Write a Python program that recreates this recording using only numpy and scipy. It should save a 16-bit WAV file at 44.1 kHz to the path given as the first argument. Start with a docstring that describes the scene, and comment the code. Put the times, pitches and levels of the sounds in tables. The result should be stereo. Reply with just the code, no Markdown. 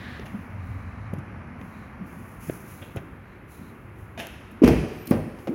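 """Pickup doors in a workshop

Over the ventilation, someone steps round the open rear door with soft footfalls and sleeve rustle;
tools clatter further off. The door is slammed: it meets its seal, the latch snaps home, the panels
boom and the hall rings on. Then the front handle is pulled with a thin squeak, its latch pops and
that door swings open with a knock."""
import sys
import numpy as np
from scipy import signal
from scipy.fft import rfft, irfft, next_fast_len
from scipy.io import wavfile
from scipy.ndimage import uniform_filter1d

SR = 44100
rng = np.random.default_rng(int(sys.argv[2]) if len(sys.argv) > 2 else 0)


def dump(signal):
    """Clip the signal to [-1, 1] and save it as 16-bit WAV at the path in sys.argv[1]."""
    limited = np.clip(np.atleast_2d(signal).T, -1, 1)
    pcm = np.round(limited * 32767).astype(np.int16)
    wavfile.write(sys.argv[1], SR, pcm)


N = 244358
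T = np.arange(N) / SR

# footfalls, finger bumps and the body of a knocked tool: (time [s], level [dB], pitch [Hz], decay [s], left-
# right [dB])
THUMPS = [(.1940, -40.5, 390, 0.032, -17), (0.341, -24, 209, 0.051, 2), (1.132, -24, 183, 0.017, -21),
          (1.136, -29.5, 503, 0.0068, -19), (1.178, -27, 149, 0.023, -22), (1.61, -37, 189, 0.067, 15),
          (2.007, -29.5, 188, 0.061, 1.5), (2.484, -30.5, 184, 0.031, -25.5),
          (2.4974, -17.5, 320, 0.0062, -19.5), (2.948, -36, 177, 0.027, -25),
          (2.9620, -33, 425, 0.0049, -34.5), (2.967, -35, 100, 0.024, -38.5),
          (3.6110, -34.5, 229, 0.036, -2), (4.177, -36.5, 236, 0.1, -2), (4.507, -36, 212, 0.076, -2)]


def from_db(db):
    """Decibels to gain."""
    return 10 ** (np.asarray(db) / 20)


def at_hz(points, hz):
    """Read a table on a log-frequency axis."""
    points_hz, value = np.transpose(points)
    return np.interp(np.log(np.maximum(hz, 1)), np.log(points_hz), value)


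def pan(db):
    """Stereo gains for a left-right level difference."""
    return from_db(np.array([[.5], [-.5]]) * db)


def cut(x, hz, kind, order=2):
    """Butterworth filter."""
    return signal.sosfilt(signal.butter(order, hz, kind, fs=SR, output="sos"), x + 1e-18)


def add(out, start_s, sound):
    """Mix a sound in at start_s."""
    at = int(start_s * SR)
    out[..., at:at + sound.shape[-1]] += sound[..., :N - at]


def flutter(hz):
    """Low-passed random wobble, rms 1."""
    x = cut(rng.standard_normal(N + SR), hz, "low")[SR:]
    return x / x.std()


def noise(spectrum, size=N, tilt_db_per_oct=0):
    """Stereo noise, rms 1, alike on both sides in the bass; rolls off below the spectrum's first point."""
    # (frequency [Hz], left-right correlation)
    likeness = [(50, 0.89), (280, 0.94), (520, 0.73), (1100, 0.022), (3000, 0.033), (15000, 0.018)]
    # (frequency [Hz], left-right [dB])
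    balance = [(60, -3), (300, -1.5), (550, -2.5), (1400, -5), (2600, -12), (4800, 2), (8000, -10),
               (13000, -6)]
    hz = np.fft.rfftfreq(size, 1 / SR) + 1
    mid, side = rfft(rng.standard_normal((2, size)))
    alike = np.clip(at_hz(likeness, hz), 0, 1)
    pair = np.sqrt(1 + alike) * mid + np.sqrt(1 - alike) * side * [[1], [-1]]
    roll_off = np.minimum(hz / spectrum[0][0], 1) ** 2
    gain = from_db(at_hz(spectrum, hz) + tilt_db_per_oct * np.log2(hz)) * roll_off
    x = irfft(pair * gain * pan(at_hz(balance, hz)), size)
    return x / x.std()


def steady(spectrum):
    """Scene-length noise."""
    return noise(spectrum, size=next_fast_len(N, True))[:, :N]


def strokes(rows, rise_s, fall_db_per_s):
    """Gain of overlapping strokes: each swells up to its time, holds and dies away."""
    power = np.zeros(N)
    for s, hold_s, db in rows:
        rise = np.clip(1 + (T - s) / rise_s, 0, 1)
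        fall = from_db(db - fall_db_per_s * np.maximum(T - s - hold_s, 0))
        power += (rise * fall) ** 2
    return np.sqrt(power)


def smooth_spectrum(x, width_bins=61):
    """Evens out a noise burst's fine spectral peaks so its echo has no metallic ring."""
    bins = rfft(x)
    even = np.sqrt(np.abs(uniform_filter1d(np.abs(bins) ** 2, width_bins)))
    return irfft(even * np.exp(1j * np.angle(bins)), len(x))[:len(x) // 2]


def contacts(rows, spectrum, grain_db):
    """Hard contacts: grainy noise bursts that die fast; returns direct sound and hall feed."""
    out, feed, t = np.zeros((2, N)), np.zeros(N), T[:SR // 5]
    knots_s = t[::40]
    for s, db, rise_s, t60_s, tilt_db_per_oct, pan_db, send_db in rows:
        grain = from_db(grain_db * np.interp(t, knots_s, rng.standard_normal(len(knots_s))))
        envelope = np.minimum(t / rise_s, 1) * from_db(-60 * np.maximum(t - rise_s, 0) / t60_s)
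        burst = from_db(db) * envelope * grain * noise(spectrum, len(t), tilt_db_per_oct)
        add(out, s, burst * pan(pan_db))
        add(feed, s, smooth_spectrum(burst.mean(0)) * from_db(send_db))
    return out, feed


def ventilation(step_round_s=(1.25, 3.19), whine_hz=1180, whine_width_hz=35):
    """Air rush with a faint resonance; the door comes to screen it and the whine is lost."""
    # beside the open cab: (frequency [Hz], density [dB])
    air_open = [(30, -16), (60, -2.5), (95, -2), (135, -7), (235, -5), (340, -21.5), (1170, -16.5),
                (2280, -24), (3600, -45.5), (6000, -47.5), (8400, -68), (10800, -46.5), (12500, -66),
                (16000, -73)]
    # behind the door: (frequency [Hz], density [dB])
    air_behind = [(15, -49), (25, -9), (61, -3), (92, 0), (141, -6.5), (277, -11.5), (373, -11), (427, -16),
                  (677, -20.5), (1160, -16), (2280, -24), (3620, -42.5), (8590, -58), (11000, -44),
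                  (16000, -55)]
    waver = np.array([flutter(whine_width_hz), flutter(whine_width_hz)])
    whine = from_db(-55.5) * waver * np.sin(2 * np.pi * whine_hz * T)
    beside = from_db(-38.5) * steady(air_open) + whine
    behind = from_db(-42.5) * steady(air_behind)
    screened = np.interp(T, step_round_s, [0, 1])
    return np.sqrt(1 - screened) * beside + np.sqrt(screened) * behind


def far_hiss(level_db=-41, stop_s=0.17, fall_db_per_s=152):
    """A distant jet of noise that soon stops."""
    # (frequency [Hz], density [dB])
    jet = [(300, 5), (600, -9), (1300, -6), (1750, 9), (2300, -5), (4000, -5.5), (5200, -17), (8400, -31),
           (11000, -43), (15500, -42)]
    return from_db(level_db - fall_db_per_s * np.maximum(T - stop_s, 0)) * steady(jet)


def narrow_hiss():
    """Faint, brief patches of narrow hiss near 4 kHz."""
    # (time [s], hold [s], level [dB])
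    patches = [(.62, 0.46, -69), (1.75, 0.093, -65), (2.68, 0.2, -67), (3.27, .1, -72), (3.54, 0.15, -66)]
    # (frequency [Hz], density [dB])
    hiss = [(3000, -30), (3950, -2), (4900, -19), (6500, -14), (8400, -28)]
    return strokes(patches, rise_s=0.08, fall_db_per_s=163) * steady(hiss)


def cab_rumble():
    """Low swells as the person moves by the cab."""
    # (time [s], hold [s], level [dB])
    swells = [(.24, 0.032, -41), (.68, 0.13, -33), (1.19, 0.18, -40), (3.95, .04, -42)]
    # (frequency [Hz], density [dB])
    cab_boom = [(55, -14), (85, -12.5), (99, -4), (118, -11), (170, -36), (600, -72)]
    return strokes(swells, rise_s=0.25, fall_db_per_s=37) * steady(cab_boom)


def sleeve(grain_db=1.0, grain_hz=52):
    """Cloth brushing close by."""
    # (time [s], hold [s], level [dB])
    brushes = [(0, 0.41, -61.5), (.66, .05, -63.5), (1.62, 0.13, -62), (2.08, 0.24, -56),
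               (2.44, 0.075, -45), (2.70, 0.022, -47.5), (3.52, 0.016, -52), (3.99, 0.01, -60),
               (5.40, 0.064, -56.5)]
    # (frequency [Hz], density [dB])
    cloth = [(2500, -5.5), (4000, -17), (6500, -6.5), (8400, -17.5), (10500, -1), (13000, -8),
             (15500, -5.5)]
    grain = from_db(grain_db * flutter(grain_hz))
    return strokes(brushes, rise_s=0.054, fall_db_per_s=55) * grain * steady(cloth) * pan(1.1)


def shuffle(level_db=-45.5, follow=0.1):
    """A scuff trails each thump, slightly louder after a strong one."""
    # (frequency [Hz], density [dB])
    scuff = [(140, 1.5), (210, 0.5), (320, -2.5), (700, -25), (1500, -12), (6000, -113)]
    mean_db = np.mean([db for _, db, *_ in THUMPS])
    rows = [(s, 0, level_db + follow * (db - mean_db)) for s, db, *_ in THUMPS]
    return strokes(rows, rise_s=0.03, fall_db_per_s=37.5) * steady(scuff)


def thumps():
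    """Footfalls, finger bumps and a knocked tool's body: dull pulses a few cycles long."""
    out, t = np.zeros((2, N)), T[:SR // 4]
    for s, db, hz, decay_s, pan_db in THUMPS:
        age = t * np.log(1000) / decay_s
        envelope = from_db(db) * age * np.exp(1 - age)
        add(out, s, envelope * np.sin(2 * np.pi * hz * t) * pan(pan_db))
    return out


def clatter():
    """Tools and small things knocked about, and fingers bumping close by."""
    # (time [s], level [dB], rise [s], t60 [s], tilt [dB/oct], left-right [dB], hall send [dB])
    knocks = [(.1950, -30.5, 0.002, 0.01, -3.5, 21, 6), (.2510, -40, 0.0096, 0.078, 0, 3, 1.5),
              (1.1350, -50.5, 0.0027, 0.021, 6, -18, 3), (1.1850, -59, .003, .03, 4, -14, -13),
              (1.6125, -38, 0.002, 0.016, -3.5, -10, -8), (2.4950, -27, 0.0042, 0.022, -6.5, -7, -14),
              (2.9600, -48, .001, 0.043, 7.5, -14, -13), (2.9680, -34.5, 0.0016, 0.089, -3.5, -8.5, -10),
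              (4.1750, -39.5, 0.0051, 0.13, 0, -2, -2), (4.1850, -30, 0.016, 0.11, 0.9, 0, 1),
              (4.2695, -24.5, 0.00019, 0.0055, 5, 8, -4), (4.5110, -55.5, .001, 0.059, 12, -9, 3)]
    # (frequency [Hz], density [dB])
    tools = [(200, -1), (450, -0.5), (700, 8.5), (1050, -4), (1800, 1.5), (2600, -1), (3500, -6.5),
             (4400, -12.5), (6500, -10), (8400, -29.5), (10500, -13), (15500, -24.5)]
    return contacts(knocks, tools, grain_db=3.5)


def clangs():
    """A piece of metal further off is struck and rings on."""
    # (time [s], level [dB])
    strikes = [(4.176, -38), (4.198, -39.5)]
    # (frequency [Hz], level [dB], t60 [s])
    modes = [(673, 2, 0.25), (1680, -8, 0.22), (2050, -17, 0.31), (2470, -2, 0.18), (2900, -8, 0.42),
             (3140, -19.5, 0.78), (3600, -10.5, 0.2)]
    out, t = np.zeros(N), T[:SR // 2]
    ring = sum(from_db(db - 60 * t / t60_s) * np.sin(2 * np.pi * hz * t) for hz, db, t60_s in modes)
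    for s, db in strikes:
        add(out, s, from_db(db) * ring)
    return out


def hinge():
    """Short rasps of the door hinge."""
    # (time [s], level [dB], rise [s], t60 [s], tilt [dB/oct], left-right [dB], hall send [dB])
    rasps = [(2.8150, -38, .012, 0.084, 0, -1, -1.5), (2.8800, -51, .004, 0.031, 0, 0, 1)]
    # (frequency [Hz], density [dB])
    spectrum = [(250, 7), (500, 12), (900, -12), (1800, -1), (2600, -1.5), (3400, 0), (4000, -19),
                (8400, -26), (15000, -32)]
    return contacts(rasps, spectrum, grain_db=2.5)


def handle_squeaks(waver_hz=80, scratch_db=7.0, crest=0.91):
    """Dry pivots sing high and unevenly, growing with the pull until they slip free."""
    # (time [s], length [s], start pitch [Hz], end pitch [Hz], level [dB])
    glides = [(4.86, .11, 14700, 14000, -66), (4.94, 0.2, 13500, 13600, -57)]
    out = np.zeros(N)
    for s, length_s, start_hz, end_hz, db in glides:
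        hz = np.interp(T, [s, s + length_s], [start_hz, end_hz])
        pull = np.interp((T - s) / length_s, [0, crest, 1], [0, 1, 0])
        phase = 2 * np.pi * np.cumsum(hz + waver_hz * flutter(300)) / SR
        out += from_db(db + scratch_db * flutter(120)) * pull * np.sin(phase)
    return out * pan(-20)


def latches():
    """Steel latch and handle parts snap against each other."""
    # (time [s], level [dB], rise [s], t60 [s], tilt [dB/oct], left-right [dB], hall send [dB])
    snaps = [(4.6195, -28.5, 0.0039, 0.14, -6.5, -1, 0), (4.6335, -17.5, 0.0077, 0.059, -4.5, -0.5, 5.5),
             (4.6745, -20, 0.0049, 0.048, -2, 7, -4), (4.9400, -52.5, 0.00089, 0.027, 1, 3, 14),
             (5.0705, -27, 0.0021, 0.023, 4.5, -1, 3), (5.0860, -61, 0.00076, 0.0067, -6, 3, -12),
             (5.1085, -24, 0.00078, 0.012, 6, 1, -9), (5.1125, -19.5, 0.00058, 0.18, -8.5, 4, -3),
             (5.3850, -44.5, 0.0032, 0.065, -4, 6, -12), (5.4710, -26, 0.0026, 0.058, -6.5, 0, -4.5)]
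    # (frequency [Hz], density [dB])
    steel = [(300, -14), (550, 0.5), (780, -5.5), (1080, -4.5), (1450, -6), (2600, -5), (3800, -12),
             (5500, -6.5), (8400, -21), (10500, -10), (15500, -14.5)]
    return contacts(snaps, steel, grain_db=3.5)


def rebounds(count=5, jitter=0.097, spread_oct=0.47, stifle_s=0.023, send_db=-5.5):
    """A door shudders as it latches or springs free: rows of nearly even, weakening blows."""
    # (time [s], first level [dB], period [s], loss per rebound [dB], mode centre [Hz])
    shudders = [(4.7084, -3, .027, 2.5, 150), (5.1300, -10, .021, 1.4, 121)]
    rows = []
    for s, db, period_s, loss_db, centre_hz in shudders:
        slip = jitter * rng.standard_normal(count)
        for k in range(count):
            at_s = s + period_s * (k + slip[k] * (k > 0))
            rows.append((at_s, db - loss_db * k, centre_hz, spread_oct, stifle_s, send_db))
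    return rows


def doors(skin_hz=950, left_delay_s=0.00018, squeeze_s=0.0022):
    """Each blow rings the door modes near its centre; returns direct sound and hall feed."""
    # rear door onto its seal and latched, then front door released and swung open:
    # (time [s], level [dB], mode centre [Hz], spread [oct], stifle time [s], hall send [dB])
    blows = [(4.6177, 2.5, 328, 0.13, 0.02, -5), (4.6330, 8, 457, 0.13, 0.015, -1.5),
             (4.6360, 6.5, 225.4, 0.13, 0.026, -27), (4.644, -3.5, 88, 0.69, 0.046, 5.5),
             (4.6785, -1.5, 306, 1.1, 0.02, 1), (4.681, -17, 65.7, 0.52, 0.12, -4),
             (4.6865, -1.5, 680, 0.085, 0.018, -6), (5.076, -25, 258, 0.66, 0.033, 3),
             (5.11, 0.5, 214.4, 0.43, 0.01, -2), (5.1200, -14, 530, 0.71, 0.0088, 5),
             (5.4770, -19, 318, 0.32, 0.032, -4), (5.4913, -10.5, 270, 0.24, 0.019, -6),
             (5.512, -16, 331, 0.23, 0.044, 1)]
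    # door skin, trim and cab air: (frequency [Hz], level [dB], t60 [s])
    modes = [(67.6, -8.5, 0.66), (101.2, -9.5, 0.37), (153, -10, 0.49), (198, -8.5, 0.19), (243, 0, 0.11),
             (312.7, -0.5, 0.086), (349, -17, 0.065), (435, -10, 0.11), (504, -10.5, 0.058),
             (556, -25, 0.18), (706, -17, 0.096), (705, -13.5, 0.043), (793, -12, 0.089)]
    out, feed, t = np.zeros(N), np.zeros(N), T[:SR // 2]
    hz, mode_db, t60_s = np.transpose(modes)
    rings = np.sin(2 * np.pi * hz[:, None] * t) * from_db(-60 * t / t60_s[:, None])
    for s, db, centre_hz, spread_oct, stifle_s, send_db in blows + rebounds():
        reach = np.exp(-.5 * (np.log2(hz / centre_hz) / spread_oct) ** 2)
        # the rubber first gives way, then grips the panel
        seal = (1 - np.exp(-t / squeeze_s)) * np.exp(-(t / stifle_s) ** 2)
        boom = (from_db(db + mode_db) * reach) @ rings * seal
        add(out, s, boom)
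        add(feed, s, boom * from_db(send_db))
    out, feed = cut(np.array([out, feed]), skin_hz, "low", order=4)   # padded panels: little treble
    left = np.interp(T - left_delay_s, T, out)
    return np.array([left, out]) * pan(-0.98), feed


def hall(feed, build_s=0.016, early_db=8.5, early_s=0.05):
    """Diffuse echoes build up, peak while nearby walls answer, and die octave by octave."""
    # (frequency [Hz], t60 [s])
    decay = [(60, 0.63), (250, 0.74), (600, 1.01), (2500, 1.4), (6000, 1.4), (14000, 0.82)]
    # (frequency [Hz], level [dB])
    colour = [(40, -3), (120, 2.5), (250, -3.5), (500, -1), (1000, -2), (3000, -2), (6000, -2),
              (15000, -2.5)]
    t = T[:3 * SR // 2]
    bin_hz = np.fft.rfftfreq(len(t), 1 / SR)
    rest, response = noise([(20, 0), (20000, 0)], size=len(t)), 0
    for hz in 62.5 * 2 ** np.arange(9):
        band = irfft(rfft(rest) * (bin_hz < hz * np.sqrt(2)), len(t))
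        response = response + band * from_db(at_hz(colour, hz) - 60 * t / at_hz(decay, hz))
        rest = rest - band
    build = 1 - np.exp(-(t / build_s) ** 2)
    early = from_db(early_db * np.exp(-t / early_s))
    return from_db(-36) * signal.fftconvolve(feed[None], response * build * early, axes=1)[:, :N]


def scene():
    """Direct sounds and their hall echoes over the background and the noises of moving about."""
    boom, boom_feed = doors()
    snaps, snap_feed = latches()
    tools, tool_feed = clatter()
    rasps, rasp_feed = hinge()
    steps, metal = thumps(), clangs()
    feed = boom_feed + snap_feed + tool_feed + rasp_feed
    echoes = hall(feed + from_db(-23) * steps.mean(0) + from_db(-15) * metal)
    direct = boom + snaps + tools + rasps + steps + metal * pan(-2) + handle_squeaks()
    background = ventilation() + far_hiss()
    movement = cab_rumble() + shuffle() + sleeve()
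    return direct + echoes + background + movement + narrow_hiss()


def record(dry, low_hz=57.6, top_hz=15900):
    """Cut the deepest bass, round the peaks, cut the top."""
    rounded = 1.251 * np.tanh(cut(dry, low_hz, "high") / 1.38)
    return signal.sosfilt(signal.ellip(10, .1, 80, top_hz, fs=SR, output="sos"), rounded)


dry = scene()
out = record(dry)
dump(out)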